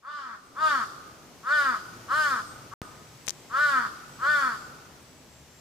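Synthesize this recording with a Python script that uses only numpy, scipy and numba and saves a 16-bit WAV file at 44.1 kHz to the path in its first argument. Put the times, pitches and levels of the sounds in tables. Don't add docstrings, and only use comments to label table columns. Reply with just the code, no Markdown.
import sys
import numpy as np
from scipy import signal
from scipy.fft import rfft, irfft
from scipy.io import wavfile
from scipy.ndimage import uniform_filter1d
from numba import njit

SR = 44100
rng = np.random.default_rng(int(sys.argv[2]) if len(sys.argv) > 2 else 0)


def pcm_store(signal):
    levels = np.round(np.clip(np.atleast_2d(signal), -1, 1) * 32767)
    wavfile.write(sys.argv[1], SR, levels.astype(np.int16).T)


N = 247356
T = np.arange(N) / SR

# frequency_hz, relative density_db (per Hz)
TOWN_SPECTRUM = [(25, -18), (45, -13.5), (65, -6), (110, -4), (190, -4.5), (280, -4.5), (400, -6.5),
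                 (700, -9.5), (1000, -11.5), (1400, -16.5), (2100, -16.5), (4000, -20.5), (6200, -19),
                 (8500, -26), (12000, -29), (15500, -31)]
# time_s, hum_db, leaf_hiss_db
BACKGROUND_SWELL = [(0, -52.5, -61), (1.3, -52.5, -62), (2, -50.5, -58.5), (3.1, -53, -60.5),
                    (4.4, -51, -58.5), (5.2, -56, -63)]
# start_s, end_s, centre_hz, width_hz, level_db (relative to the hum)
TRAFFIC_DRONES = [(1.8, 3.2, 116, 12, -8), (2.5, 5.9, 142, 20, -8), (3.9, 5.6, 241, 39, -12.5),
                  (4.8, 5.9, 76, 17, -9)]
# time_s, nominal peak_db, ring_hz
PORT_CRACKLES = [(3.265, -25, 9700), (3.269, -16, 6700), (3.2799, -6, 2500), (3.2847, -2.5, 6000),
                 (3.2944, -6, 5700), (3.306, -7.5, 5970)]
# start_s, end_s, start_hz, end_hz, level_db (rms before flutter)
BIRD_WHISTLES = [(0.378, 0.578, 8460, 7900, -77), (2.435, 2.645, 8770, 8117, -64.5),
                 (2.762, 3.914, 8570, 7520, -67), (4.075, 4.7, 8230, 7340, -64.5),
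                 (4.989, 5.66, 8440, 7460, -68.5)]
# frequency_hz, left_minus_right_db, left_lead_rad
PORT_DIFFERENCE = [(300, 1.5, 0), (900, 2, -.2), (1400, 2.5, -.78), (2200, -1, -1.4), (3300, -4, .4),
                   (4700, -2, -.2), (5800, 2, 1.8), (8000, -2, -1)]
# frequency_hz, relative gain_db
THROAT_COLOUR = [(150, -24), (250, -17), (330, -20), (450, -14), (600, -10), (800, -11), (930, -7),
                 (1040, -1.5), (1220, -1.5), (1470, 1), (1660, -4), (1800, -1), (2000, -8), (2150, -16),
                 (2350, -13), (2600, -26), (2900, -32), (4000, -42)]
# frequency_hz, relative gain_db
WINDPIPE_COLOUR = [(1800, -15.5), (2800, 0), (3150, 8), (3500, 7.5), (3950, -0.5), (4500, 4.5),
                   (5000, -0.5), (5700, -7), (6800, -11), (7700, -9.5), (8900, -17), (10500, -14.5),
                   (13000, -23.5), (15500, -23)]
# start_s, length_s, level_db, attack_s, loudness_db_per_octave (follows pitch), top_pitch_hz, rise_s,
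# rise_steepness (power), break_s (after the start), crest_beak_hz (resonance at the top of the pitch),
# roughness before the break (0-1), treble_db, top_octave_db, echo_db
CROW_CAWS = [ (0.019, 0.36, -39, 0.068, 9.5, 297.5, 0.09, 1.95, 0.2, 1150, 0.5, -16.5, -26, 8.5),
             (0.545, 0.31, -22, 0.12, 15.5, 315.8, 0.093, 2.6, 0.23, 1210, 0.13, -19, -2, 6),
             (1.426, 0.38, -20.5, 0.094, 22.5, 301.2, 0.11, 1.45, 0.22, 1410, 0.1, -22.5, 1, 3.5),
             (2.078, 0.35, -22, 0.038, 17.5, 310.2, .110, 1.98, 0.22, 1330, 0.1, -21.5, 5.5, 3.5),
             (2.710, 0.083, -29, 0.069, 11, 255.4, 0.0435, 1.4, 0.092, 1160, 0.2, -51, -8, 10),
             (3.492, .405, -22, 0.076, 19, 297.7, .128, 1.55, .224, 1390, 0.16, -22, 1.5, 5),
             (4.182, .401, -21.5, 0.07, 23.5, 299.7, .120, 1.7, 0.23, 1400, 0.16, -23.5, 3.5, 5), ]
# mute_s, return_s
DROPOUT = (2.7385, 2.8173)

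FADE_IN_S, FADE_IN_DB = 0.72, -14.5
HUM_FLICKER_DB = 1.2
ONSET_HZ, END_HZ, SAG_POWER = 208.4, 188.2, 1.6
BREAK_DB, BREAK_S = -4, .012
FLUTTER_DB = 2
RASP_LEAD_S, RASP_GROW_S = .025, .12
RELEASE_S = .035
BEAK_START_HZ, BEAK_BREAK_HZ, BEAK_END_HZ = 1150, 1340, 1220
BEAK_BREAK_SHARE = .55
TREBLE_CREST, TREBLE_START_DB, TREBLE_END_DB = 0.49, -14, -15
HOLLOW_HZ, HOLLOW_WIDTH_HZ, HOLLOW_DB = 602, 100, -17
TOP_HZ = 15300


def undb(db):
    return 10 ** (np.asarray(db) / 20)


def unit(x):
    return x / np.sqrt(np.mean(x ** 2))


def along(points, hz, column=1):
    rows = np.array(points, float)
    return np.interp(np.log(hz + 1), np.log(rows[:, 0]), rows[:, column])


def colour(x, points, size=2048):
    cepstrum = irfft(np.log(undb(along(points, np.fft.rfftfreq(size, 1 / SR)))))
    cepstrum[1:size // 2] *= 2
    cepstrum[size // 2 + 1:] = 0
    impulse = irfft(np.exp(rfft(cepstrum)))
    return signal.fftconvolve(x, impulse)[:len(x)]


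def filt(x, hz, kind, order=2):
    return signal.sosfilt(signal.butter(order, hz, kind, fs=SR, output="sos"), x)


def walk(rate):
    hold = int(SR / rate)
    steps = np.repeat(rng.standard_normal(N // hold + 1), hold)
    smooth = uniform_filter1d(uniform_filter1d(steps, hold), hold)
    return unit(smooth[:N])


def steady(x, size=900):
    return x / np.sqrt(uniform_filter1d(x ** 2, size) + 1e-9)


def background(split_hz=1100, wide_hz=3500, bass_side=0.35):
    swell_s, hum_db, hiss_db = np.transpose(BACKGROUND_SWELL)
    hum_level = undb(np.interp(T, swell_s, hum_db))
    hiss_level = undb(np.interp(T, swell_s, hiss_db))
    mid, side = (colour(rng.standard_normal(N), TOWN_SPECTRUM) for _ in range(2))
    side = bass_side * side + (1 - bass_side) * filt(side, wide_hz, "high", order=1)
    air = np.array([mid + side, mid - side])
    hum = unit(filt(air, split_hz, "low", order=3)) * undb(HUM_FLICKER_DB * walk(9))
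    hiss = filt(air, split_hz, "high", order=3) / np.std(filt(mid, 5500, "high", order=4))
    for start, end, hz, width, db in TRAFFIC_DRONES:
        passing = np.clip(np.minimum(T - start, end - T) / 0.08, 0, 1)
        band = [hz - width / 2, hz + width / 2]
        drone = unit(filt(rng.standard_normal(N), band, "band"))
        hum = hum + undb(db) * passing * drone
    return (hum * hum_level + hiss * hiss_level) * undb([[.6], [-.6]])


def crackles(ring_t60=0.0015, tail_db=-21, tail_t60=0.015, snap=0.14):
    out, t = np.zeros(N), T[:1024]
    for time_s, peak_db, hz in PORT_CRACKLES:
        tick = np.sin(2 * np.pi * hz * t) * np.exp(-np.log(1000) * t / ring_t60)
        tick[0] -= snap
        fizz = unit(filt(rng.standard_normal(len(t)), [3500, 8000], "band"))
        fizz = fizz * np.exp(-np.log(1000) * t / tail_t60)
        at = int(time_s * SR)
        out[at:at + len(t)] += undb(peak_db) * (tick + undb(tail_db) * fizz)
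    return out


def whistles(bend_s=0.023, waver=0.00073, flutter_db=3.0):
    out = np.zeros(N)
    drift = 1 + waver * walk(37)
    flutter = undb(flutter_db * walk(25.13))
    for start, end, top_hz, end_hz, level_db in BIRD_WHISTLES:
        on = (T > start) & (T < end)
        fall = np.log1p((T[on] - start) / bend_s) / np.log1p((end - start) / bend_s)
        hz = (top_hz + (end_hz - top_hz) * fall) * drift[on]
        tone = np.sin(2 * np.pi * np.cumsum(hz) / SR)
        out[on] += undb(level_db) * tone * signal.windows.tukey(on.sum(), .05)
    return np.sqrt(2) * out * flutter


def woods(x, trunks_db=-10, trunks_t60=0.087, leaves_db=-3, leaves_t60=1.0, leaves_hz=4400,
          far_db=-15.0, far_t60=1.11, far_low_hz=1000, far_high_hz=1580):
    t = T[:2 * SR]

    def scatter(t60):
        echo = rng.standard_normal((2, len(t))) * undb(-60 * t / t60) * (1 - np.exp(-t / .006))
        return echo / np.sqrt(np.sum(echo ** 2) / 2)

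    trunks = undb(trunks_db) * scatter(trunks_t60)
    leaves = undb(leaves_db) * filt(scatter(leaves_t60), leaves_hz, "high", order=4)
    far = undb(far_db) * filt(scatter(far_t60), [far_low_hz, far_high_hz], "band", order=1)
    return signal.fftconvolve(x[None], trunks + leaves + far, axes=1)[:, :N]


def branches(x, db=-3, above_hz=2000, spread_s=.012):
    echo = rng.standard_normal((2, int(spread_s * SR)))
    echo = filt(echo / np.sqrt(echo.shape[1]), above_hz, "high")
    return undb(db) * signal.fftconvolve(x[None], echo, axes=1)[:, :N]


def ports(x):
    hz = np.fft.rfftfreq(N, 1 / SR)
    gain = undb(along(PORT_DIFFERENCE, hz) / 2)
    half = gain * np.exp(.5j * along(PORT_DIFFERENCE, hz, column=2))
    return irfft(rfft(x) * np.array([half, 1 / half]), N)


@njit
def resonance(x, hz, width):
    y, band, low = np.empty(len(x)), 0., 0.
    for i in range(len(x)):
        g, damping = np.tan(np.pi * hz[i] / SR), width[i] / hz[i]
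        v = (band + g * (x[i] - low)) / (1 + g * (g + damping))
        band, low, y[i] = 2 * v - band, low + 2 * g * v, damping * v
    return y


def syrinx(cycles, hz, rough, shimmer_db=2, limp=.17):
    at = np.searchsorted(cycles, np.arange(1, int(cycles[-1])))
    chance = rng.standard_normal((N // 100, 2))[:len(at)]
    when = at + .017 * rough[at] * chance[:, 0] * SR / hz[at]
    alternation = 1 + limp * rough[at] * (-1) ** np.arange(len(at))
    strength = undb(shimmer_db * rough[at] * chance[:, 1]) * alternation
    taps = when.astype(int)[:, None] + np.arange(-7, 9)
    pulses = strength[:, None] * np.sinc(taps - when[:, None])
    snaps = np.zeros(len(cycles))
    np.add.at(snaps, np.clip(taps, 0, len(cycles) - 1), pulses)
    return unit(snaps)


def gesture(t, length, attack_s, db_per_octave, top_hz, rise_s, steepness, break_s, crest_hz, hoarse):
    rise = np.clip(1 - t / rise_s, 0, 1) ** steepness
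    sag = np.clip((t - rise_s) / max(length - rise_s, 1e-3), 0, 1) ** SAG_POWER
    hz = top_hz + (ONSET_HZ - top_hz) * rise + (END_HZ - top_hz) * sag
    rough = np.interp(t - break_s, [-RASP_LEAD_S, RASP_GROW_S], [np.clip(hoarse, 0, 1), 1])
    dip_db = BREAK_DB * np.exp(-((t - break_s) / BREAK_S) ** 2)
    db = db_per_octave * np.log2(hz / top_hz) + dip_db
    db = db + FLUTTER_DB * rough * walk(70)[:len(t)]
    force = undb(db) * np.clip(t / attack_s, 0, 1) * np.clip((length - t) / RELEASE_S, 0, 1)
    break_hz = crest_hz + BEAK_BREAK_SHARE * (BEAK_BREAK_HZ - crest_hz)
    beak_points_hz = [BEAK_START_HZ, crest_hz, break_hz, BEAK_END_HZ]
    beak_hz = np.interp(t, [0, rise_s, break_s, length], beak_points_hz)
    return hz, force, rough, beak_hz


def caw(start, length, db, attack_s, db_per_octave, top_hz, rise_s, steepness, break_s, crest_hz, hoarse,
        treble_db, top_db, narrow_hz=260, wide_hz=400, chest_db=-20):
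    t = T[T < length]
    progress = t / length
    hz, force, rough, beak_hz = gesture(t, length, attack_s, db_per_octave, top_hz, rise_s, steepness,
                                        break_s, crest_hz, hoarse)
    hz = hz * (1 + .013 * rough * walk(90)[:len(t)])
    cycles = np.cumsum(hz) / SR
    snaps = syrinx(cycles, hz, rough)
    puffs = unit(np.exp(-(cycles % 1) / .4) * rng.standard_normal(N)[:len(t)])
    breathy = snaps + (.09 + .2 * rough) * puffs
    hissy = snaps + .55 * puffs + 1.4 * filt(puffs, 4300, "high")
    width = np.interp(progress, [.4, .62], [narrow_hz, wide_hz])
    ringing = resonance(colour(breathy, THROAT_COLOUR), beak_hz, width)
    mouth_width = np.interp(progress, [.4, .62], [1100, 3000])
    ringing = resonance(ringing, 1.05 * beak_hz, mouth_width)
    ringing = ringing - 2 * resonance(ringing, np.full(len(t), 1750.), np.full(len(t), 450.))
    body = force * steady(ringing)
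    reflection_s = .0009 * (1 + .12 * walk(18)[:len(t)])
    hissy = hissy - .4 * np.interp(t - reflection_s, t, hissy)
    treble = steady(colour(hissy, WINDPIPE_COLOUR))
    treble = treble + (undb(top_db) - 1) * filt(treble, 6000, "high", order=1)
    swell_db = TREBLE_START_DB * np.clip(1 - progress / TREBLE_CREST, 0, 1) ** 2.63
    fade_db = np.interp(progress, [TREBLE_CREST, 1], [0, TREBLE_END_DB])
    treble = treble * undb(treble_db + swell_db + fade_db) * np.clip(t / attack_s, 0, 1)
    slackening = np.interp(progress, [.45, .7], [0, 1])
    chest = undb(chest_db) * force * np.sin(2 * np.pi * cycles) * slackening
    detuning = 2 * (2 * hz - HOLLOW_HZ) / HOLLOW_WIDTH_HZ
    hollow = undb(HOLLOW_DB) * force * np.sin(4 * np.pi * cycles) / np.hypot(1, detuning)
    out, at = np.zeros(N), max(int(start * SR), 0)
    voice = body + treble + chest + hollow
    out[at:at + len(t)] = undb(db) * voice * signal.windows.tukey(len(t), .04)
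    return out


def scene():
    fade_in = undb(np.interp(T, [0, FADE_IN_S], [FADE_IN_DB, 0]))
    whistle = whistles()
    crows, into_woods = np.zeros(N), np.zeros(N)
    for *row, echo_db in CROW_CAWS:
        call = caw(*row)
        crows = crows + call
        into_woods = into_woods + undb(echo_db) * call
    echoes = woods(into_woods + 0.24 * whistle)
    out = fade_in * background() + whistle + echoes + branches(crows) + ports(crows)
    out[0] += crackles()
    return out


def record(dry, pop_db=-21.5, low_cut_hz=100):
    mute, back = DROPOUT
    pop = undb(pop_db) * filt(1. * (T >= back), low_cut_hz, "high")
    live = dry * ((T < mute) | (T >= back)) + pop
    return signal.sosfilt(signal.ellip(8, .2, 70, TOP_HZ, fs=SR, output="sos"), live)


dry = scene()
out = record(dry)
pcm_store(out)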